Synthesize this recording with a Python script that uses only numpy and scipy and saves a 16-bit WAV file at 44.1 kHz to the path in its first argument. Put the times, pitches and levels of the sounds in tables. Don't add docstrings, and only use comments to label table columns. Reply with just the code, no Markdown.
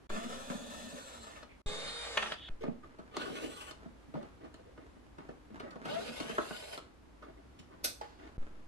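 import sys
import numpy as np
from scipy import signal
from scipy.fft import rfft, irfft
from scipy.io import wavfile
from scipy.ndimage import uniform_filter1d

SR = 44100
rng = np.random.default_rng(int(sys.argv[2]) if len(sys.argv) > 2 else 0)


def wrap_up_sound(samples):
    columns = np.atleast_2d(samples).T
    tamed = np.clip(columns, -1, 1)
    steps = np.round(tamed * 32767).astype(np.int16)
    wavfile.write(sys.argv[1], SR, steps)


N = 382347
T = np.arange(N) / SR


def undb(db):
    return 10 ** (np.asarray(db) / 20)


def unit(x):
    return x / np.sqrt(np.mean(x ** 2) + 1e-20)


def noise(size):
    return rng.standard_normal(size)


def walk(t, rate):
    return 1.2 * np.interp((t - t[0]) * rate, np.arange(2000), noise(2000))


def ramp(t, start, length):
    return np.clip((t - start) / length, 0, 1)


def gate(t, start, stop, fade):
    return ramp(t, start, 0.0027) * np.clip((stop - t) / fade + 1, 0, 1)


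def band(x, lo_hz, hi_hz):
    edges = [lo_hz, min(hi_hz, .45 * SR)]
    return signal.sosfilt(signal.butter(3, edges, "band", fs=SR, output="sos"), x)


def colour(x, points, size=4096):
    hz, db = np.transpose(points)
    bins_hz = np.fft.rfftfreq(size, 1 / SR) + 1
    log_gain = np.log(undb(np.interp(np.log(bins_hz), np.log(hz), db)))
    cepstrum = irfft(log_gain)[:size // 2]
    cepstrum[1:] *= 2
    impulse = irfft(np.exp(rfft(cepstrum, size)))
    return signal.fftconvolve(x, impulse)[:len(x)]


def grains(size, rate, spread_db):
    hits = (rng.random(size) < rate / SR) * noise(size)
    return hits * undb(spread_db * np.minimum(rng.exponential(size=size), 4))


def add(out, s, x, lag_ms=0., pan_db=0.):
    x = np.broadcast_to(x, (2, x.shape[-1]))
    for channel, side in enumerate((1, -1)):
        i = max(int((s + side * lag_ms / 2000) * SR), 0)
        out[channel, i:i + x.shape[1]] += x[channel, :N - i] * undb(side * pan_db / 2)


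# start, stop, spin-up length in seconds, time the thread lets go in seconds,
# then relative levels in dB of panel rumble, gear rattle, brush hiss and the rattle change while tight.
RUNS = [(0.093, 1.44, 0.0018, 0.93, -50, -58, -56.5, 3.5),
        (1.66, 2.343, 0.0014, 1.87, -52.5, -50.5, -55, -2.5),
        (3.111, 3.718, 0.094, 3.496, -46, -56.5, -62.5, 7),
        (5.822, 6.791, 0.053, 6.38, -47.5, -53.5, -59.5, 0.5)]
# motor lines in relative dB, gear lines at the start in
# relative dB, play in the gears from 0 to 1, lag of the left side in ms, left minus right in dB.
VOICING = [(-62, -51, .9, .4, .3), (-50.5, -62, .17, -.1, -.3), (-63, -48, .9, .5, .3),
           (-61, -50, .9, -.8, -.3)]
# frequency in Hz, relative level in dB.
DRILL_COLOUR = [
    [(76, -30), (130, -3.5), (201, 10.5), (240, 10.5), (300, -2.5), (370, -3.5), (512, -2.5), (690, -4),
     (841, -6), (1250, 0), (1620, -9), (1900, -6), (3150, -18.5), (3520, -10.5), (4740, -32), (8100, -28.5),
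     (15000, -43)],
    [(76, -52), (130, -8), (230, -3.5), (330, -12.5), (420, -8), (464, -9), (543, -17), (637, -13),
     (850, -15.5), (1250, -16), (2270, -14.5), (2560, -23), (3730, -12), (3960, -20.5), (9900, -28.5),
     (11000, -37.5), (15000, -63)],
    [(76, -54), (130, -13), (205, -13), (241, -3.5), (294, -5.5), (420, -6), (700, -16), (1050, -11.5),
     (1400, -12.5), (1900, -23.5), (2900, -15), (4040, -21.5), (4930, -23.5), (8100, -18.5), (11100, -21.5),
     (15000, -34)],
    [(76, -53), (130, -8), (193, -7), (235, 1.5), (320, -12), (400, -3), (473, 0), (533, -3), (676, -4.5),
     (1050, -14.5), (1280, -11.5), (1440, -13), (2020, -13), (4040, -14), (5550, -22.5), (10700, -21.5),
     (15000, -38.5)],
]
# multiple of the shaft rate, relative level in dB.
MOTOR_LINES = [(1, 0), (2, -11), (3, -17), (4, -8), (5, -8), (6, -15), (8, -14), (9, -10), (10, -9),
               (11, -14), (16, -19)]
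# multiple of the shaft rate, relative level in dB.
GEAR_LINES = [(3 / 2, -3), (2, -6), (3, 0), (6, -8), (9, -13), (12, -6), (15, -10), (18, -14), (21, -18)]
MESH_DB = 4.5
THUD_LAG_MS = 1.35


def drill():
    out = np.zeros((2, N))
    for (start, stop, *load), voicing, tint in zip(RUNS, VOICING, DRILL_COLOUR):
        motor_db, gear_db, play, lag_ms, pan_db = voicing
        t = T[int(start * SR):int((stop + .06) * SR)]
        rumble, rattle, hiss, hum, whine = efforts(t, shaft(t), start, *load, motor_db, gear_db)
        shaft_hz = shaft(t) * (1 + .005 * play * walk(t, 45))
        turn = 2 * np.pi * np.cumsum(shaft_hz) / SR
        motor = hum * lines(MOTOR_LINES, turn, t, waver_db=2.5, rough=.27 * play)
        gears = whine * lines(GEAR_LINES, turn, t, waver_db=4.5, rough=.38 * play)
        strikes = np.diff(np.floor(9 * turn / (2 * np.pi)), prepend=0)
        teeth = unit(strikes * noise(len(t)) * undb(2.0 * noise(len(t))))
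        mesh = undb(MESH_DB) * through_gears(turn + .09 * play * walk(t, 60), t)
        loose_grains = unit(grains(len(t), 130, 1.8))
        grit = undb(3 * np.sqrt(play) * walk(t, 55))
        shake = undb(2.8 * walk(t, 36))
        panel, body = [], []
        for _ in range(2):
            loose_noise = .65 * noise(len(t)) * (1 + .6 * np.cos(turn))
            chatter = colour(.5 * teeth + play * loose_grains + mesh + loose_noise, tint)
            brush_noise = noise(len(t)) * (1 + .45 * np.cos(2 * turn))
            brushes = colour(brush_noise + .7 * teeth + mesh, tint)
            panel.append(rumble * shake * unit(band(chatter, 104, 605)))
            rattling = undb(4.5) * rattle * grit * flutter(chatter, t, play)
            hissing = undb(1.5) * hiss * np.sqrt(grit) * unit(band(brushes, 4750, 17000))
            body.append(motor + gears + rattling + hissing)
        running = gate(t, start, stop, 0.0024)
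        add(out, start, np.array(body) * running, lag_ms, pan_db)
        add(out, start, np.array(panel) * running, np.sign(lag_ms) * THUD_LAG_MS)
    return out


# time in seconds, shaft rate in Hz.
SPEED = [
    [(.09, 191), (.2, 222), (.3, 243), (.4, 266), (.55, 284), (.85, 302), (1.0, 275), (1.3, 211),
     (1.45, 109)],
    [(1.66, 407), (1.8, 445.6), (1.9, 465.3), (2.0, 476.2), (2.05, 481.5), (2.1, 469.3), (2.16, 441.4),
     (2.25, 383.8), (2.35, 290)],
    [(3.15, 150), (3.2, 192), (3.27, 240), (3.4, 310), (3.45, 335), (3.5, 378), (3.6, 418), (3.66, 391),
     (3.74, 305)],
    [(5.84, 150), (5.93, 208), (6.0, 235), (6.06, 297), (6.2, 365), (6.3, 390), (6.5, 470), (6.65, 512),
     (6.74, 522), (6.82, 398)],
]


def shaft(t):
    return np.interp(t, *np.concatenate(SPEED).T)


SPIN_UP_DB = -19.5
LOOSE_DB, LOOSE_S = -25, 0.21
COAST_RATTLE, COAST_HISS = 1, 1.47
GEAR_EASE_DB = -18


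def efforts(t, speed, start, rise, free, rumble_db, rattle_db, hiss_db, tight_db, motor_db, gear_db):
    coast_db = 20 * np.log10(speed / np.maximum.accumulate(speed))
    tight = 1 - ramp(t, start, free - start)
    spin_up_db = SPIN_UP_DB * (1 - ramp(t, start, rise))
    return undb(spin_up_db + np.array([rumble_db + LOOSE_DB * ramp(t, free, LOOSE_S) + coast_db,
                                       rattle_db + tight_db * tight + COAST_RATTLE * coast_db,
                                       hiss_db + COAST_HISS * coast_db,
                                       motor_db + 2 * coast_db,
                                       gear_db + GEAR_EASE_DB * (1 - tight) + coast_db]))


def lines(table, turn, t, waver_db, rough):
    total = 0
    for k, db in table:
        level = undb(db + waver_db * walk(t, 24))
        total = total + level * np.sin(k * turn + rough * np.sqrt(k) * walk(t, 110))
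    return unit(total)


MESH_SHIFTS_PER_S = 9


def through_gears(turn, t, size=1520, count=19):
    place = turn / (2 * np.pi * count)
    around = np.arange(size) / size
    first, second = (np.interp(place, around, worn_teeth(size), period=1) for _ in range(2))
    shift = walk(t, MESH_SHIFTS_PER_S)
    return unit(np.cos(shift) * first + np.sin(shift) * second)


MESH_RIPPLE_DB = 4.5


def worn_teeth(size, count=75):
    spots = np.linspace(0, count - 1, size // 2 + 1)
    favour_db = MESH_RIPPLE_DB * np.interp(spots, np.arange(count), noise(count))
    return irfft(rfft(noise(size)) * undb(favour_db))


# lower edge in Hz, upper edge in Hz.
RATTLE_BANDS = [(440, 900), (900, 1700), (1700, 2900), (2900, 4670)]
RATTLE_FLICKER_DB = 2.6


def flutter(chatter, t, play):
    return unit(sum(band(chatter, *edges) * undb(RATTLE_FLICKER_DB * play * walk(t, 28))
                    for edges in RATTLE_BANDS))


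# start in seconds, stop in seconds, pitch in Hz, level in dB,
# then first sideband, second sideband and overtone in dB against the whistle.
CHOPPER = [(.09, .88, 3410, -63, -5, -13, -8), (.9, 1.291, 3785, -72, 0, 1, 2),
           (1.659, 2.05, 3690, -49, -10, -18, -21), (3.29, 3.61, 3690, -72, 5, -8, -15),
           (5.95, 6.74, 3690, -79, 8, -3, -5)]


def whistle():
    out = np.zeros((2, N))
    for start, stop, hz, db, first_db, second_db, over_db in CHOPPER:
        t = T[int(start * SR):int((stop + .06) * SR)]
        chop = 2 * np.pi * hz * t
        turn = 2 * np.pi * np.cumsum(shaft(t) * (1 + .02 * walk(t, 70))) / SR
        first = undb(first_db) * (np.sin(chop + turn) + .3 * np.sin(chop - turn))
        second = undb(second_db) * (np.sin(chop + 2 * turn) + .5 * np.sin(chop + 3 * turn))
        overtone = np.sin(2 * chop) + 0.58 * np.sin(2 * chop + turn)
        sound = np.sin(chop + 0.36 * walk(t, 42.3)) * undb(0.24 * walk(t, 22.0))
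        sound += (first + second) * undb(4.7 * walk(t, 30.8))
        sound += overtone * undb(over_db + 4.0 * walk(t, 28.3))
        add(out, start, np.sqrt(2) * undb(db) * sound * gate(t, start, stop, 0.019), .04)
    return out


# centre in seconds, half length in seconds, relative level in dB.
GROANS = [(5.961, 0.051, -44), (6.538, 0.025, -60)]
# multiple of the shaft rate, relative level in dB.
GROAN_LINES = [(3, 4), (6, 1), (9, -18), (12, -18)]


def groans(out):
    for s, half_s, db in GROANS:
        t = T[int((s - .15) * SR):int((s + .15) * SR)]
        turn = 2 * np.pi * np.cumsum(shaft(t) * (1 + 0.0073 * walk(t, 199))) / SR
        groan = lines(GROAN_LINES, turn, t, waver_db=4.5, rough=0.31)
        add(out, t[0], groan * undb(db) * np.exp(-((t - s) / half_s) ** 2), -.6)


# start in seconds, stop in seconds,
# top shaft rate in Hz, relative level in dB.
NUDGE = (5.52, 5.83, 108, -62)
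# multiple of the shaft rate, relative level in dB.
NUDGE_LINES = [(6, -6), (12, 0), (15, -7), (18, -9)]


def nudge(out):
    start, stop, top_hz, db = NUDGE
    t = T[int(start * SR):int(stop * SR)]
    speed = np.sqrt(np.abs(np.sin(np.pi * ramp(t, start, stop - start))))
    turn = 2 * np.pi * np.cumsum(top_hz * speed) / SR
    add(out, start, lines(NUDGE_LINES, turn, t, waver_db=3, rough=0.15) * undb(db) * speed, .4)


# time in seconds, relative level in dB, brightness in dB per band, contact in ms.
BUMPS = [(.54, -59.5, -8, 6), (.862, -57.5, 4, 3.6), (0.936, -66.5, -12.5, 2.9), (2.636, -44.5, 0.5, 1.5),
         (2.68, -45, -6.5, 1.14), (2.985, -51.5, 2, 6.3), (3.296, -50, -3, 4.3), (3.856, -57.5, -7.5, 3.1),
         (4.081, -76.5, -18.5, 4.7), (4.14, -47.5, 0, 1.6), (4.152, -46.5, -1.5, 2.9),
         (4.17, -56.5, -9, 2.7), (4.44, -55.5, 2.5, 9.1), (4.775, -58.5, 2.5, 2.4), (4.964, -64, -0.5, 1.4),
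         (5.182, -55.5, 5, 2.6), (5.289, -52.5, 1, 0.98), (5.757, -54, 0, 1.3), (6.507, -45, 3.5, 1.8)]
# thud, knock, clack and tick bands in dB.
BUMP_DB = [5.5, -1, -7, -22]
# time in seconds, then thud, clack and tick of the tip in relative dB,
# contact in ms.
CLACKS = [(0.099, -54, -47, -57, 1.5), (0.499, -42, -48.5, -55, 3.2), (1.427, -70, -55.5, -61, 3.2),
          (3.167, -44.5, -42, -45.5, 1.1), (3.709, -68, -52.5, -54.5, 1.5), (4.227, -53, -59, -66.5, 1.8),
          (4.542, -61, -61, -61.5, 0.6), (5.597, -52, -50, -57.5, 3.1), (5.707, -58, -69, -61.5, 2),
          (5.851, -47, -46, -54, 4.9), (6.2, -41, -45, -47, 2.9), (6.294, -44, -48, -57, 2.4),
          (6.381, -41, -32.5, -52, 1.75), (6.776, -59, -48.5, -52.5, 1.3), (7.221, -60, -57.5, -73, 5.3),
          (7.589, -52, -66, -60, 5.4)]
CLACK_TOP_DB = 1


def knocks(out):
    above_knock = np.arange(len(KNOCK_BANDS)) - 1
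    for s, db, bright_db, contact_ms in BUMPS:
        knock(out, s, db + np.array(BUMP_DB) + bright_db * above_knock, contact_ms)
    for s, thud_db, clack_db, tick_db, contact_ms in CLACKS:
        knock(out, s, [thud_db, clack_db, clack_db + CLACK_TOP_DB, tick_db], contact_ms)


# frequency in Hz, relative level in dB, 60 dB decay in seconds.
PANEL = [(189, 10.5, 0.084), (240, 17.5, 0.09), (349, 11, 0.064), (432, 10.5, 0.11), (481, 10.5, 0.07),
         (599, 13.5, 0.064), (685, 10, 0.06), (940, 3.5, 0.13), (1155, 9, 0.054), (1293, 22.5, 0.052),
         (1764, -3, 0.067), (2850, -10, 0.021), (2960, -9, 0.24), (4300, 11.5, 0.023)]
# frequency in Hz, relative level in dB.
KNOCK_COLOUR = [(90, -8), (210, -0.5), (340, -1), (620, -3.5), (900, -2), (1250, 6), (2000, -6.5),
                (4500, -21.5), (9000, -29.5), (14000, -41)]
# lower edge in Hz, upper edge in Hz.
KNOCK_BANDS = [(130, 290), (310, 850), (850, 2800), (2800, 13000)]
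KNOCK_LAG_MS = .25


def knock(out, s, levels_db, contact_ms):
    blow = strike(PANEL, KNOCK_COLOUR, contact_ms, ring_db=-3, tail_db=-10, tail_s=0.32)
    thud, *upper = (loudest(band(blow, *edges), db) for edges, db in zip(KNOCK_BANDS, levels_db))
    add(out, s - LEAD_S, thud, THUD_LAG_MS)
    add(out, s - LEAD_S, sum(upper), KNOCK_LAG_MS * (1 + rng.standard_normal()))


LEAD_S = .008


def strike(modes, tint, contact_ms, ring_db, tail_db, tail_s):
    t = T[:SR // 2] - LEAD_S
    since = np.maximum(t, 0)
    age = since / (max(contact_ms, .3) / 1000)
    graze = 0.11 * np.exp(-np.abs(t) / 0.0026)
    force = noise(len(t)) * (age * np.exp(-age) + graze)
    ring = 0
    for hz, db, t60 in modes:
        decay = undb(db - 60 * since / t60 + 2 * noise(1))
        ring = ring + decay * np.sin(2 * np.pi * hz * (1 + 0.01 * noise(1)) * t) * rng.choice([-1, 1])
    swell = 1 - np.exp(-age)
    wash = noise(len(t)) * undb(-60 * since / tail_s) * swell
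    contact = colour(unit(force) + undb(tail_db) * unit(wash), tint)
    return unit(contact) + undb(ring_db) * unit(ring * swell)


def loudest(x, db, size=441):
    return x * undb(db) / np.sqrt(uniform_filter1d(x ** 2, size).max())


# time in seconds, relative level in dB, contact in ms.
BOUNCES = [(2.173, -29.5, 1.84), (2.223, -36.5, 4.3), (2.255, -46, 9.4), (2.319, -40, 1.9),
           (2.486, -54, 1.2)]
# frequency in Hz, relative level in dB, 60 dB decay in seconds.
BENCH = [(221, -1.5, 0.66), (612, 9, 0.15), (1004, 1, 0.091), (1190, -4, 0.2), (1247, 10, 0.08),
         (1330, 16, 0.088), (1700, -2, 0.069), (1850, 13, 0.1), (2510, 5, 0.1), (2960, 7, 0.035),
         (3560, -13, 0.076), (4340, -8, 0.15)]
# frequency in Hz, relative level in dB.
BENCH_COLOUR = [(88, -50), (150, -9.5), (346, -18), (556, -11), (800, -7), (1000, -4.5), (1410, -3),
                (1870, -5), (2100, -10), (3010, -4.5), (5320, -25), (9760, -31), (10500, -36), (11400, -27),
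                (14000, -105)]


def bounces(out):
    for s, db, contact_ms in BOUNCES:
        hit = strike(BENCH, BENCH_COLOUR, contact_ms, ring_db=-8.5, tail_db=-15, tail_s=0.29)
        add(out, s - LEAD_S, loudest(hit, db), -.05)


# start, full level and stop in seconds, relative level in dB, swell in dB.
ROLL = (2.33, 2.435, 2.489, -54, 16)
# frequency in Hz, relative level in dB.
ROLL_COLOUR = [(880, -50), (1500, -14), (1870, -10), (2250, -19), (2800, -7), (3200, 1), (3560, 3.5),
               (3920, -16), (4400, -16), (5070, -34), (7000, -32), (9100, -62), (15400, -90)]


def roll(out):
    start, full, stop, db, swell_db = ROLL
    rolling = unit(colour(noise(N) + .6 * unit(grains(N, 900, 1.8)), ROLL_COLOUR))
    level = undb(db - swell_db * (1 - ramp(T, start, full - start)))
    add(out, 0, rolling * level * gate(T, start, stop, .004))


# time in seconds, relative level in dB, contact in ms.
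CLINKS = [(7.842, -32.5, 4.6), (7.855, -48, 4.8)]
# frequency in Hz, relative level in dB, 60 dB decay in seconds.
METAL = [(639, -8, 0.16), (1480, -9, 0.2), (2530, -5, 0.16), (3000, -15, 0.14), (3510, -10, 0.31),
         (4540, -18, 0.28), (4560, -9, 0.28), (4800, -13, 0.15), (6400, -20, .18), (7830, -1, 0.16),
         (8540, 6, 0.11), (9114, -15, 0.11), (11600, 19.5, 0.068), (13400, -10, 0.13)]
# frequency in Hz, relative level in dB.
METAL_COLOUR = [(120, -35), (200, -7), (446, -13.5), (630, -6.5), (974, -24), (1450, -13), (1840, -18),
                (2420, -13), (3240, -18), (3550, -11.5), (3960, -8.5), (6020, -7.5), (7090, -16.5),
                (11400, -11.5), (15500, -23)]


def clinks(out):
    for s, db, contact_ms in CLINKS:
        shared, *own = (strike(METAL, METAL_COLOUR, contact_ms, ring_db=-4.5, tail_db=-4, tail_s=0.22)
                        for _ in range(3))
        add(out, s - LEAD_S, np.array([loudest(shared + 0.71 * part, db) for part in own]), .3, -1.5)


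# time in seconds, relative level in dB, contact in ms.
TAPS = [(8.012, -41.5, 2.7)]
# frequency in Hz, relative level in dB, 60 dB decay in seconds.
HOLLOW = [(360, -18.5, 0.29), (463, -17, 0.3), (830, 11.5, 0.033), (1317, -6, 0.055), (2060, -25, 0.2),
          (4506, -44, 0.44)]
# frequency in Hz, relative level in dB.
HOLLOW_COLOUR = [(120, -46), (200, -44), (471, -10.5), (656, -13.5), (823, -9), (997, -13), (2110, -20.5),
                 (2560, -24), (4640, -23), (13000, -48)]


def taps(out):
    for s, db, contact_ms in TAPS:
        hit = strike(HOLLOW, HOLLOW_COLOUR, contact_ms, ring_db=4.5, tail_db=-1.0, tail_s=1.0)
        add(out, s - LEAD_S, loudest(hit, db), .4, -1.5)


# start in seconds, length in seconds, relative level in dB, brightness in dB per octave, #
# ring in Hz, ring against the scrape in dB.
SCRAPES = [(1.488, 0.055, -67, 6, 2260, 11), (2.607, 0.027, -45.5, 6, 447, 8),
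           (2.634, 0.041, -46, 1, 444, -1), (2.716, 0.016, -58.5, 2.5, 480, -3),
           (2.828, 0.0095, -57, 3.5, 1170, 3), (2.842, .015, -60.5, -0.5, 324, -2),
           (2.896, 0.025, -62, 4.5, 250, 4), (4.141, 0.038, -49, 4, 560, 9),
           (4.206, .04, -56, 1.5, 720, -4), (4.399, 0.054, -54.5, 1, 270, -6),
           (4.587, 0.012, -59, 2, 480, 2), (4.652, 0.054, -62, 3, 480, 10),
           (4.775, 0.0076, -60, 3, 1230, -4), (4.79, 0.046, -60.5, 3, 300, -5),
           (5.18, 0.045, -55, 2, 860, -1), (5.288, 0.0073, -49.5, -0.5, 460, 1),
           (5.501, 0.066, -53, 1.5, 212, 7), (5.628, 0.045, -48.5, 0.5, 516, -6),
           (5.752, 0.01, -50.5, 2, 487, 3), (7.222, 0.023, -59, 6.5, 1210, 4),
           (7.257, 0.052, -57.5, 1, 555, -10), (7.37, 0.021, -61, 1, 600, -10),
           (7.449, 0.013, -67, 0, 410, 9), (7.707, 0.034, -60.5, 2, 990, -3),
           (8.017, .032, -56, 5.5, 830, -1), (8.188, 0.089, -59.5, 4.5, 690, -13)]
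# frequency in Hz, relative level in dB.
SCRAPE_COLOUR = [(100, -7.5), (190, 6), (300, 7.5), (450, 7.5), (700, -2.5), (950, -9), (1350, -15.5),
                 (2000, -15.5), (3000, -25), (5000, -37), (13000, -63)]
SCRAPE_RELEASE_S, SCRAPE_SLIPS_PER_S, SCRAPE_LAG_MS, SCRAPE_RING_Q = 0.012, 760, 0.61, 3.5


def scrapes(out):
    t = T[:SR // 2]
    for start, length, db, tilt_db, ring_hz, ring_db in SCRAPES:
        tint = [(hz, level + tilt_db * np.log2(hz / 500)) for hz, level in SCRAPE_COLOUR]
        slips = grains(len(t), SCRAPE_SLIPS_PER_S, 2.0) + 0.12 * noise(len(t))
        release = np.exp(-np.maximum(t - length, 0) / SCRAPE_RELEASE_S)
        pressure = ramp(t, 0, 0.0032) * release * undb(2 * walk(t, 78))
        rub = slips * pressure
        peak = signal.iirpeak(ring_hz, SCRAPE_RING_Q, fs=SR)
        ring = signal.lfilter(*peak, signal.lfilter(*peak, rub))
        drag = unit(colour(rub, tint)) + undb(ring_db) * unit(ring)
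        add(out, start, loudest(drag, db, size=int(length * SR)), SCRAPE_LAG_MS)


# start in seconds, length in seconds, relative level in dB.
HANDS = [(2.832, 0.48, -62), (3.13, 0.068, -55), (3.738, 0.11, -57), (4.243, 0.05, -58), (4.422, 0.17, -66),
         (4.828, 0.052, -62), (5.04, 0.028, -74), (5.24, 0.048, -57), (5.536, 0.3, -53.5),
         (5.793, 0.057, -50.5), (6.8, 0.025, -60), (7.745, 0.13, -64.5), (8.077, 0.032, -71),
         (8.192, 0.25, -59.5), (8.41, 0.28, -63.5)]
# frequency in Hz, relative level in dB.
HANDS_COLOUR = [(100, -17.5), (220, 8), (350, 3), (550, -1.5), (900, -6.5), (1400, -5), (2500, -17),
                (4500, -26.5), (9000, -32.5), (13000, -46)]
SLIDE_ATTACK_S, SLIDE_RELEASE_S, SLIDE_SAG_DB_PER_S = 0.0082, 0.036, -10
FIDGET_DB, FIDGET_FROM_S = -73.5, 1.9


def hands(out):
    pressure = undb(FIDGET_DB) * (T > FIDGET_FROM_S)
    for start, length, db in HANDS:
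        held = np.clip(T - start, 0, length)
        release = np.exp(-np.maximum(T - start - length, 0) / SLIDE_RELEASE_S)
        slide = undb(db + SLIDE_SAG_DB_PER_S * held) * ramp(T, start, SLIDE_ATTACK_S) * release
        pressure = pressure + slide
    slips = unit(colour(grains(N, 900, 4.5), HANDS_COLOUR))
    unevenness_db = 2 * walk(T, 25)
    add(out, 0, slips * pressure * undb(unevenness_db - 5.5), .6)


ROOM_T60_S, ROOM_DB, ROOM_DAMP_HZ = 0.31, -2.5, 9540


def room(dry):
    t = T[:SR // 2]
    decay = undb(-60 * t / ROOM_T60_S) + 3.2 * np.exp(-t / 0.0045)
    wet = []
    for channel in dry:
        tail = band(noise(len(t)), 200, ROOM_DAMP_HZ) * decay * (t > .002)
        wet.append(signal.fftconvolve(channel, tail / np.sqrt(np.sum(tail ** 2)))[:N])
    return undb(ROOM_DB) * np.array(wet)


def room_between_dropouts(dry):
    stretch = np.searchsorted([row[0] for row in DROPOUTS], T)
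    return sum(room(dry * (stretch == k)) * (stretch == k) for k in np.unique(stretch))


# frequency in Hz, relative level in dB.
SHOP_COLOUR = [(18, -10), (32, -12), (58, 5.5), (80, -4), (154, -10.5), (216, -11), (296, -7), (394, -14.5),
               (716, -18.5), (859, -18.5), (1170, -20.5), (1300, -22), (9390, -42.5), (11600, -44),
               (13200, -57), (15000, -73)]


def workshop():
    mid = colour(noise(N), SHOP_COLOUR)
    side = band(colour(noise(N), SHOP_COLOUR), 105, 16000)
    level = undb(-56 - 3.5 + .5 * walk(T, 3.7))
    return level * (mid + 0.92 * np.array([side, -side])) / np.std(mid)


def scene():
    tool = drill()
    handling = np.zeros((2, N))
    for layer in (groans, nudge, knocks, bounces, roll, clinks, taps, scrapes, hands):
        layer(handling)
    wet = room_between_dropouts(handling + undb(-3) * tool)
    return tool + whistle() + undb(3.0) * handling + wet + workshop()


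# gap start in seconds, gap end in
# seconds, pop in dB, thump in dB, time from the gap end to the thump's peak in seconds.
DROPOUTS = [(0.069, 0.092, -85, -33, 0.034), (1.617, 1.66, -32.5, -29.5, 0.016),
            (2.492, 2.497, -38.5, -33, 0.025), (8.371, 8.38, -31.5, -29, 0.031)]
TOP_HZ = 15200


def record(dry):
    out = dry
    for start, stop, pop_db, thump_db, length in DROPOUTS:
        since = np.maximum(T - stop, 0)
        pop = undb(pop_db) * since / 0.0012 * np.exp(1 - since / 0.0011)
        age = since / length
        push = age ** 2 * np.exp(2 - 2 * age)
        rebound = 0.15 * age / 4 * np.exp(1 - age / 4)
        thump = -undb(thump_db) * (push - rebound)
        out = out * (1 - 0.967 * gate(T, start, stop, 0.0013)) + pop + thump
    return signal.sosfilt(signal.ellip(8, .2, 70, TOP_HZ, fs=SR, output="sos"), out)


dry = scene()
out = record(dry)
wrap_up_sound(out)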